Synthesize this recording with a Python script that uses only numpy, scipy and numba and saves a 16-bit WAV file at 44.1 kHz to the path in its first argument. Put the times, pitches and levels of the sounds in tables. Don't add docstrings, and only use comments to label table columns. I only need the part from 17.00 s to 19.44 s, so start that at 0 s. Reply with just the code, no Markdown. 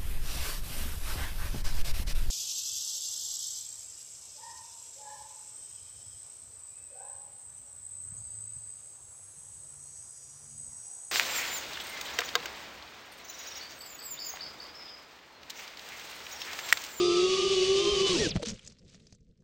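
import sys
import numpy as np
from scipy import signal
from scipy.fft import rfft, irfft
from scipy.io import wavfile
from scipy.ndimage import uniform_filter1d
from numba import njit

SR = 44100
rng = np.random.default_rng(int(sys.argv[2]) if len(sys.argv) > 2 else 0)


def unload_wav(signal):
    wavfile.write(
        sys.argv[1],
        SR,
        np.round(np.clip(np.atleast_2d(signal).T, -1, 1) * 32767).astype(np.int16),
    )


def invert_db(level):
    return 10 ** (np.asarray(level, dtype=float) / 20)


N = 107559
T = np.arange(N) / SR

# [t/s, level/dB]
RUMBLE_LEVEL = [(0, -49), (.8, -51.5), (1.05, -48), (1.12, -36.5), (1.3, -39), (1.5, -40.5), (1.56, -56),
                (1.72, -56), (2.15, -59), (2.2, -65.5), (2.3, -62), (2.41, -60)]
# [f/Hz, level/dB]
RUMBLE_SPECTRUM = [(20, -3), (90, -2), (190, 1.5), (320, -14.5), (480, -5.5), (900, -24), (2500, -37)]
# [t/s, level/dB]
CRUSH_LEVEL = [(1.05, -67.5), (1.07, -36), (1.1, -42.5), (1.24, -41.5), (1.29, -57.5), (1.335, -59),
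               (1.35, -46), (1.368, -45), (1.38, -56.5), (1.415, -57.5), (1.43, -44.5), (1.444, -58.5),
               (1.454, -42), (1.475, -40.5), (1.497, -43), (1.508, -51), (1.525, -56.5), (1.56, -57.5),
               (1.61, -65.5), (1.64, -60.5), (1.72, -66), (1.76, -73), (1.84, -75), (1.89, -64),
               (1.95, -64.5), (1.97, -69.5), (2.15, -72.5), (2.18, -85), (2.44, -85)]
# [f/Hz, level/dB]
CRUSH_SPECTRUM = [(500, -24), (1000, -10.5), (2500, -1.5), (4450, -1.5), (6140, -1), (8000, -6.5),
                  (11000, -34.5), (15000, -45.5)]
# [low f/Hz, high f/Hz]
GRAIN_BANDS_HZ = [(400, 3200), (3200, 5000), (5000, 15000)]
# [t/s, peak level/dB, pitch f/Hz]
LEAF_SNAPS = [(1.4272, -30, 5170), (1.4305, -27, 3860), (1.4572, -25, 5680), (1.4703, -28, 5880),
              (1.4834, -21, 6100), (1.4924, -23, 6060), (1.4996, -23, 6200), (1.509, -33, 3400),
              (1.5154, -32, 5870), (1.5425, -43.5, 6560), (1.5844, -53, 6630), (1.5923, -37, 2900),
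              (1.6287, -45, 2900), (1.647, -40, 6490), (1.6632, -37, 6550), (1.6742, -28.5, 6300),
              (1.699, -40, 5100), (1.721, -43, 5640), (1.785, -47, 5530), (1.792, -49, 5220),
              (1.8287, -59, 5480), (1.848, -54, 6370), (1.8786, -45.5, 4500), (1.8946, -47, 6330),
              (1.9084, -58, 5850), (1.945, -40, 5860), (1.9994, -50, 3540), (2.0203, -54, 4560),
              (2.0677, -41, 5500), (2.105, -53, 5700), (2.1241, -39, 5650), (2.148, -47, 6660),
              (2.184, -64.5, 2243), (2.2054, -60, 5760), (2.3094, -67.5, 3440), (2.3214, -68.5, 1570),
              (2.3745, -60.5, 5330), (2.404, -63, 6150), (2.421, -63.5, 1506)]
# [t/s, level/dB, body f/Hz, ring T30/s (30 dB fall), crack level/dB]
FRAME_KNOCKS = [(.922, -33, 60.03, 0.089, -35), (1.067, -41, 300, 0.026, -1), (1.092, -31, 172, 0.031, -14),
                (1.343, -80, 131, 0.034, -22.5), (1.356, -14.5, 182, 0.015, -30),
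                (1.362, -21.5, 173, 0.029, -12), (1.37, -15, 106, 0.014, -26),
                (1.397, -33, 576, 0.041, -37), (1.423, -35, 315, 0.045, -11),
                (1.4295, -29.5, 473, 0.046, -10.5), (1.433, -39, 430, 0.051, -10),
                (1.471, -33, 216, 0.11, -43), (1.945, -51, 195, 0.09, -10), (2.068, -62, 145, .03, -11),
                (2.125, -41.5, 101, 0.015, -22)]
# [t/s, shaft f/Hz, shaft hum level/dB, blade tone level/dB]
MOTOR_1 = [(0, 361.9, -23.5, -54), (.12, 349.7, -25.5, -53), (.2, 361.2, -25, -52.5), (.3, 380.6, -30, -44),
           (.43, 390, -31.5, -43.5), (.54, 386.9, -28.5, -41), (.6, 372.5, -35, -55),
           (.71, 373.1, -41.5, -46.5), (.78, 356.2, -38, -48), (.87, 346.2, -31.5, -45),
           (.92, 354, -54, -48.5), (1, 377.6, -31.5, -43), (1.06, 405.2, -32.5, -48),
           (1.088, 392.8, -38.5, -54.5), (1.1, 345.3, -43.5, -50.5), (1.12, 372, -53.5, -38.5),
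           (1.14, 363.6, -31, -56.5), (1.3, 150.6, -67.5, -86)]
MOTOR_2 = [(0, 396.1, -44, -39.5), (0.079, 401.9, -33, -43), (0.189, 396.2, -43, -41.5),
           (0.262, 377.5, -28, -53), (0.35, 372.9, -42.5, -46.5), (0.431, 362.2, -31.5, -55),
           (0.523, 364.1, -46, -54), (0.599, 374.2, -30.5, -45), (0.698, 387.7, -27.5, -50.5),
           (0.799, 399.3, -29.5, -47.5), (0.901, 415.3, -29, -49.5), (1, 397, -30, -52.5),
           (1.119, 372, -32, -50.5), (1.161, 377.6, -30, -58), (1.201, 469.6, -24, -62),
           (1.245, 361.6, -29.5, -54), (1.271, 304.5, -33, -66), (1.31, 168.4, -68.5, -87.5)]
MOTOR_3 = [(0, 419.5, -40, -44), (0.113, 436.8, -40, -42), (0.201, 428.6, -41, -41),
           (0.271, 418, -42, -43.5), (0.308, 408.7, -51, -47.5), (0.448, 406, -33.5, -45),
           (0.698, 392, -36.5, -57.5), (0.899, 397.8, -34, -51), (1.001, 368.5, -39, -52.5),
           (1.073, 340.3, -41.5, -44.5), (1.143, 354, -61.5, -46.5), (1.163, 292.5, -44.5, -59.5),
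           (1.2, 231.3, -35.5, -70.5), (1.24, 169.4, -47, -60), (1.307, 155.4, -49.5, -95.5)]
# [t/s, shaft f/Hz, whine level/dB, blade tone level/dB]
MOTOR_4 = [(0, 384.9, -55.5, -53.5), (.24, 392.8, -47, -62.5), (.3, 420.1, -43, -68.5),
           (.55, 423.5, -40.5, -81), (.74, 422, -43, -85), (.9, 449.8, -39.5, -77.5),
           (1.0, 425.9, -37, -71), (1.11, 431.4, -38.5, -66.5), (1.15, 431.4, -55, -49),
           (1.176, 550.4, -50.5, -50), (1.198, 639, -55, -40.5), (1.22, 652.3, -50, -39.5),
           (1.242, 589.4, -51.5, -41), (1.268, 519, -63.5, -45), (1.282, 395, -60.5, -79.5),
           (1.296, 241.2, -72, -97.5), (1.316, 140, -71, -92.5), (1.345, 62, -79.5, -96.5)]
# [multiple of shaft rate, level/dB]
SHAFT_ORDERS = [(1, 0), (2, -25.5), (.5, -26.5), (1.5, -29.5)]
# [multiple of blade rate, level/dB]
BLADE_ORDERS = [(1, -0.5), (2, -13)]
# [multiple of magnet rate, level/dB]
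COGGING_ORDERS = [(1, -10), (1.5, -4), (2, -5), (3, -1), (4, 7), (5, -3)]
OVERTONE_DB = [-11, -7, -15, -7]
# [t/s, level/dB]
WASH_LEVEL = [
    (0, -37),
    (.3, -34),
    (1.04, -34),
    (1.078, -31),
    (1.12, -33.5),
    (1.25, -33.5),
    (1.31, -41.5),
    (1.35, -42),
]
# [f/Hz, level/dB]
WASH_SPECTRUM = [(280, -9), (520, -4), (900, -21), (1750, -15.5), (2700, -1), (6300, -6), (9200, -22.5),
                 (12400, -47)]


def curve(table, column):
    table = np.array(table)
    return np.interp(T, table[:, 0], table[:, column])


def unit(x):
    return x / np.sqrt(np.mean(x ** 2))


def walk(rate_hz):
    hold = int(SR / rate_hz)
    steps = np.repeat(rng.standard_normal(N // hold + 1), hold)
    return 1.3 * uniform_filter1d(uniform_filter1d(steps, hold), hold)[:N]


def colour(x, spectrum):
    f_hz = np.maximum(np.arange(N // 2 + 1) * SR / N, 1)
    points_hz, points_db = np.array(spectrum).T
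    gain_db = np.interp(np.log(f_hz), np.log(points_hz), points_db)
    return unit(irfft(rfft(x) * invert_db(gain_db), N))


@njit
def lowpass(x, hz):
    y, b, l = np.empty(len(x)), 0., 0.
    for i in range(len(x)):
        g = np.tan(np.pi * hz[i] / SR)
        v = (b + g * (x[i] - l)) / (1 + g * (g + 1.4))
        y[i] = l + g * v
        b, l = 2 * v - b, l + 2 * g * v
    return y


def bandpass(x, low_hz, high_hz, order):
    return signal.lfilter(*signal.butter(order, [low_hz, high_hz], "band", fs=SR), x)


def decay(t, t60_s):
    return np.exp(-np.log(1000) * t / t60_s)


def add(out, start_s, sound):
    i = int(start_s * SR)
    out[i:i + len(sound)] += sound[:N - i]


def rumble():
    level_db = curve(RUMBLE_LEVEL, 1)
    gusts = colour(rng.standard_normal(N) * invert_db(4.6 * walk(35)), RUMBLE_SPECTRUM)
    top_hz = 1070 * invert_db(0.49 * np.minimum(level_db + 45.5, 0))
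    return lowpass(lowpass(gusts, top_hz), top_hz) * invert_db(level_db)


def leaf_crush():
    grains_per_s, settling, spread_db, patchy_db, bed = 730, .45, 0.5, 2.5, .45
    level_db = curve(CRUSH_LEVEL, 1)
    rate = grains_per_s * invert_db(settling * (level_db + 43)) / SR
    grains = 0
    for low_hz, high_hz in GRAIN_BANDS_HZ:
        ticks = (rng.random(N) < rate) * rng.standard_normal(N)
        ticks = ticks * invert_db(spread_db * np.minimum(rng.exponential(size=N), 3))
        ticks = ticks / np.sqrt(rate + 0.0024) / 2 + bed * rng.standard_normal(N)
        grains = grains + bandpass(ticks * invert_db(patchy_db * walk(70)), low_hz, high_hz, 2)
    return colour(grains, CRUSH_SPECTRUM) * invert_db(level_db)


def leaf_snaps():
    t60_s, rise_s, tick_s, tick_db, top_hz = 0.027, 0.0017, 0.003, -2.5, 8580
    out, t = np.zeros(N), T[:1500]
    tick_filter = signal.butter(1, 1200, "high", fs=SR)
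    top_filter = signal.butter(6, top_hz, fs=SR)
    for start_s, peak_db, pitch_hz in LEAF_SNAPS:
        burst = rng.standard_normal(len(t)) * decay(t, t60_s) * (1 - np.exp(-t / rise_s))
        ring = bandpass(burst, pitch_hz * 0.79, pitch_hz * 1.204, 2)
        tick = signal.lfilter(*tick_filter, burst * np.exp(-t / tick_s))
        snap = signal.lfilter(*top_filter, ring + invert_db(tick_db) * tick)
        add(out, start_s, invert_db(peak_db - 5.5) * snap / np.max(np.abs(snap)))
    return out


def knocks():
    push_s, crack_t60_s, crack_hz = 0.001, 0.015, 2520
    shell_hz, shell_db = 658, -13
    out, t = np.zeros(N), T[:6000]
    shell = invert_db(shell_db) * np.sin(2 * np.pi * shell_hz * t) * decay(t, 2 * crack_t60_s)
    for start_s, level_db, body_hz, ring_s, crack_db in FRAME_KNOCKS:
        body = -np.sin(2 * np.pi * body_hz * t) * decay(t, 2 * ring_s) * (1 - np.exp(-t / push_s))
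        crack = rng.standard_normal(len(t)) * decay(t, crack_t60_s)
        crack = bandpass(crack, crack_hz / 8, crack_hz * 0.81, 1)
        add(out, start_s, invert_db(level_db) * (body + invert_db(crack_db + 15.5) * (crack + shell)))
    return out


def partials(orders, base, turns, flutter, depth_db):
    total = 0
    for multiple, level_db in orders:
        gain = invert_db(level_db + depth_db * np.roll(flutter, rng.integers(N)))
        total = total + gain * np.sin(multiple * base * turns + 6 * rng.random())
    return total


def motor(table, whine=False):
    blades, magnet_pairs = 3, 7
    speed_jitter, tone_flutter_db, overtone_flutter_db = .003, 1.2, 3
    flutter = walk(39.954)
    rough = 1 + 2 * (T > 1.08)
    wobble = speed_jitter * rough * (2.2 if whine else 1) * walk(59.2)
    turns = 2 * np.pi * np.cumsum(curve(table, 1) * (1 + wobble)) / SR
    blade_db = curve(table, 3)

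    if whine:
        hum = partials([(1, 0.0097)], magnet_pairs, turns, flutter, overtone_flutter_db)
    else:
        hum = partials(SHAFT_ORDERS, 0.99, turns, flutter, tone_flutter_db * rough)
    blade_flutter_db = tone_flutter_db * (2 if whine else 1 + rough)
    blade_tone = partials(BLADE_ORDERS, blades, turns, flutter, blade_flutter_db)
    tone = invert_db(curve(table, 2)) * hum + invert_db(blade_db) * blade_tone

    orders = [(k, -10 * (k > 12)) for k in range(9, 25, blades)]
    overtones = partials(orders, 1, turns, flutter, overtone_flutter_db)
    overtones = overtones * invert_db(.35 * (blade_db + 46))

    cogging = 0
    if whine:
        cogging = partials(COGGING_ORDERS, magnet_pairs, turns, walk(150), overtone_flutter_db * 2)
    return np.sqrt(2) * tone, overtones, cogging, blades * turns


def frame_shake(rattle, coast):
    frame_hz, frame_q, level_db, stall_db, near_ground_s = 462, 7, -46.5, 4, .82
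    shake = signal.lfilter(*signal.iirpeak(frame_hz, frame_q, fs=SR), rng.standard_normal(N))
    fade_in = np.clip((T - near_ground_s) * 10, 0, 1)
    return invert_db(level_db + stall_db * rattle) * unit(shake) * fade_in * (1 - np.maximum(coast, 0))


def props():
    cut_s, coast_s, stop_s = 1.28, .065, 1.35
    top_start_hz, top_end_hz = 14000, 2400
    chop_depth, flicker_db, coast_hiss_db, coast_rattle_db = 0.24, 1.87, -4, -2
    coast = np.clip((T - cut_s) / coast_s, -.3, 1)
    rattle = np.clip(2 * coast + .6, 0, 1)
    cogging_gain = invert_db(coast_rattle_db) * rattle * (1 - np.maximum(coast, 0) ** 2)
    tones, hiss = 0, 0
    for k, table in enumerate([MOTOR_1, MOTOR_2, MOTOR_3, MOTOR_4]):
        tone, overtones, cogging, blade_phase = motor(table, whine=k == 3)
        tones = tones + tone
        chopped = rng.standard_normal(N) * (1 + chop_depth * np.cos(blade_phase))
        hiss = hiss + chopped * invert_db(flicker_db * walk(50.01) + coast_hiss_db * rattle)
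        hiss = hiss + overtones * invert_db(OVERTONE_DB[k]) + cogging * cogging_gain

    hiss = colour(hiss, WASH_SPECTRUM)
    top_hz = np.clip(top_start_hz * (top_end_hz / top_start_hz) ** coast, 200, .45 * SR)
    for _ in range(3):
        hiss = lowpass(hiss, top_hz)
    mix = tones + frame_shake(rattle, coast) + hiss * invert_db(curve(WASH_LEVEL, 1))
    return mix * np.clip((stop_s - T) * 100, 0, 1)


def scene():
    case = signal.butter(4, 7350, fs=SR)
    muffled_knocks = signal.lfilter(*case, knocks())
    return (rumble() + leaf_crush() + leaf_snaps() + muffled_knocks + props())[None]


def roll_off(x):
    return signal.sosfilt(signal.butter(12, 15100, fs=SR, output="sos"), x)


def record(dry):
    return roll_off(dry)


dry = scene()
out = record(dry)
unload_wav(out)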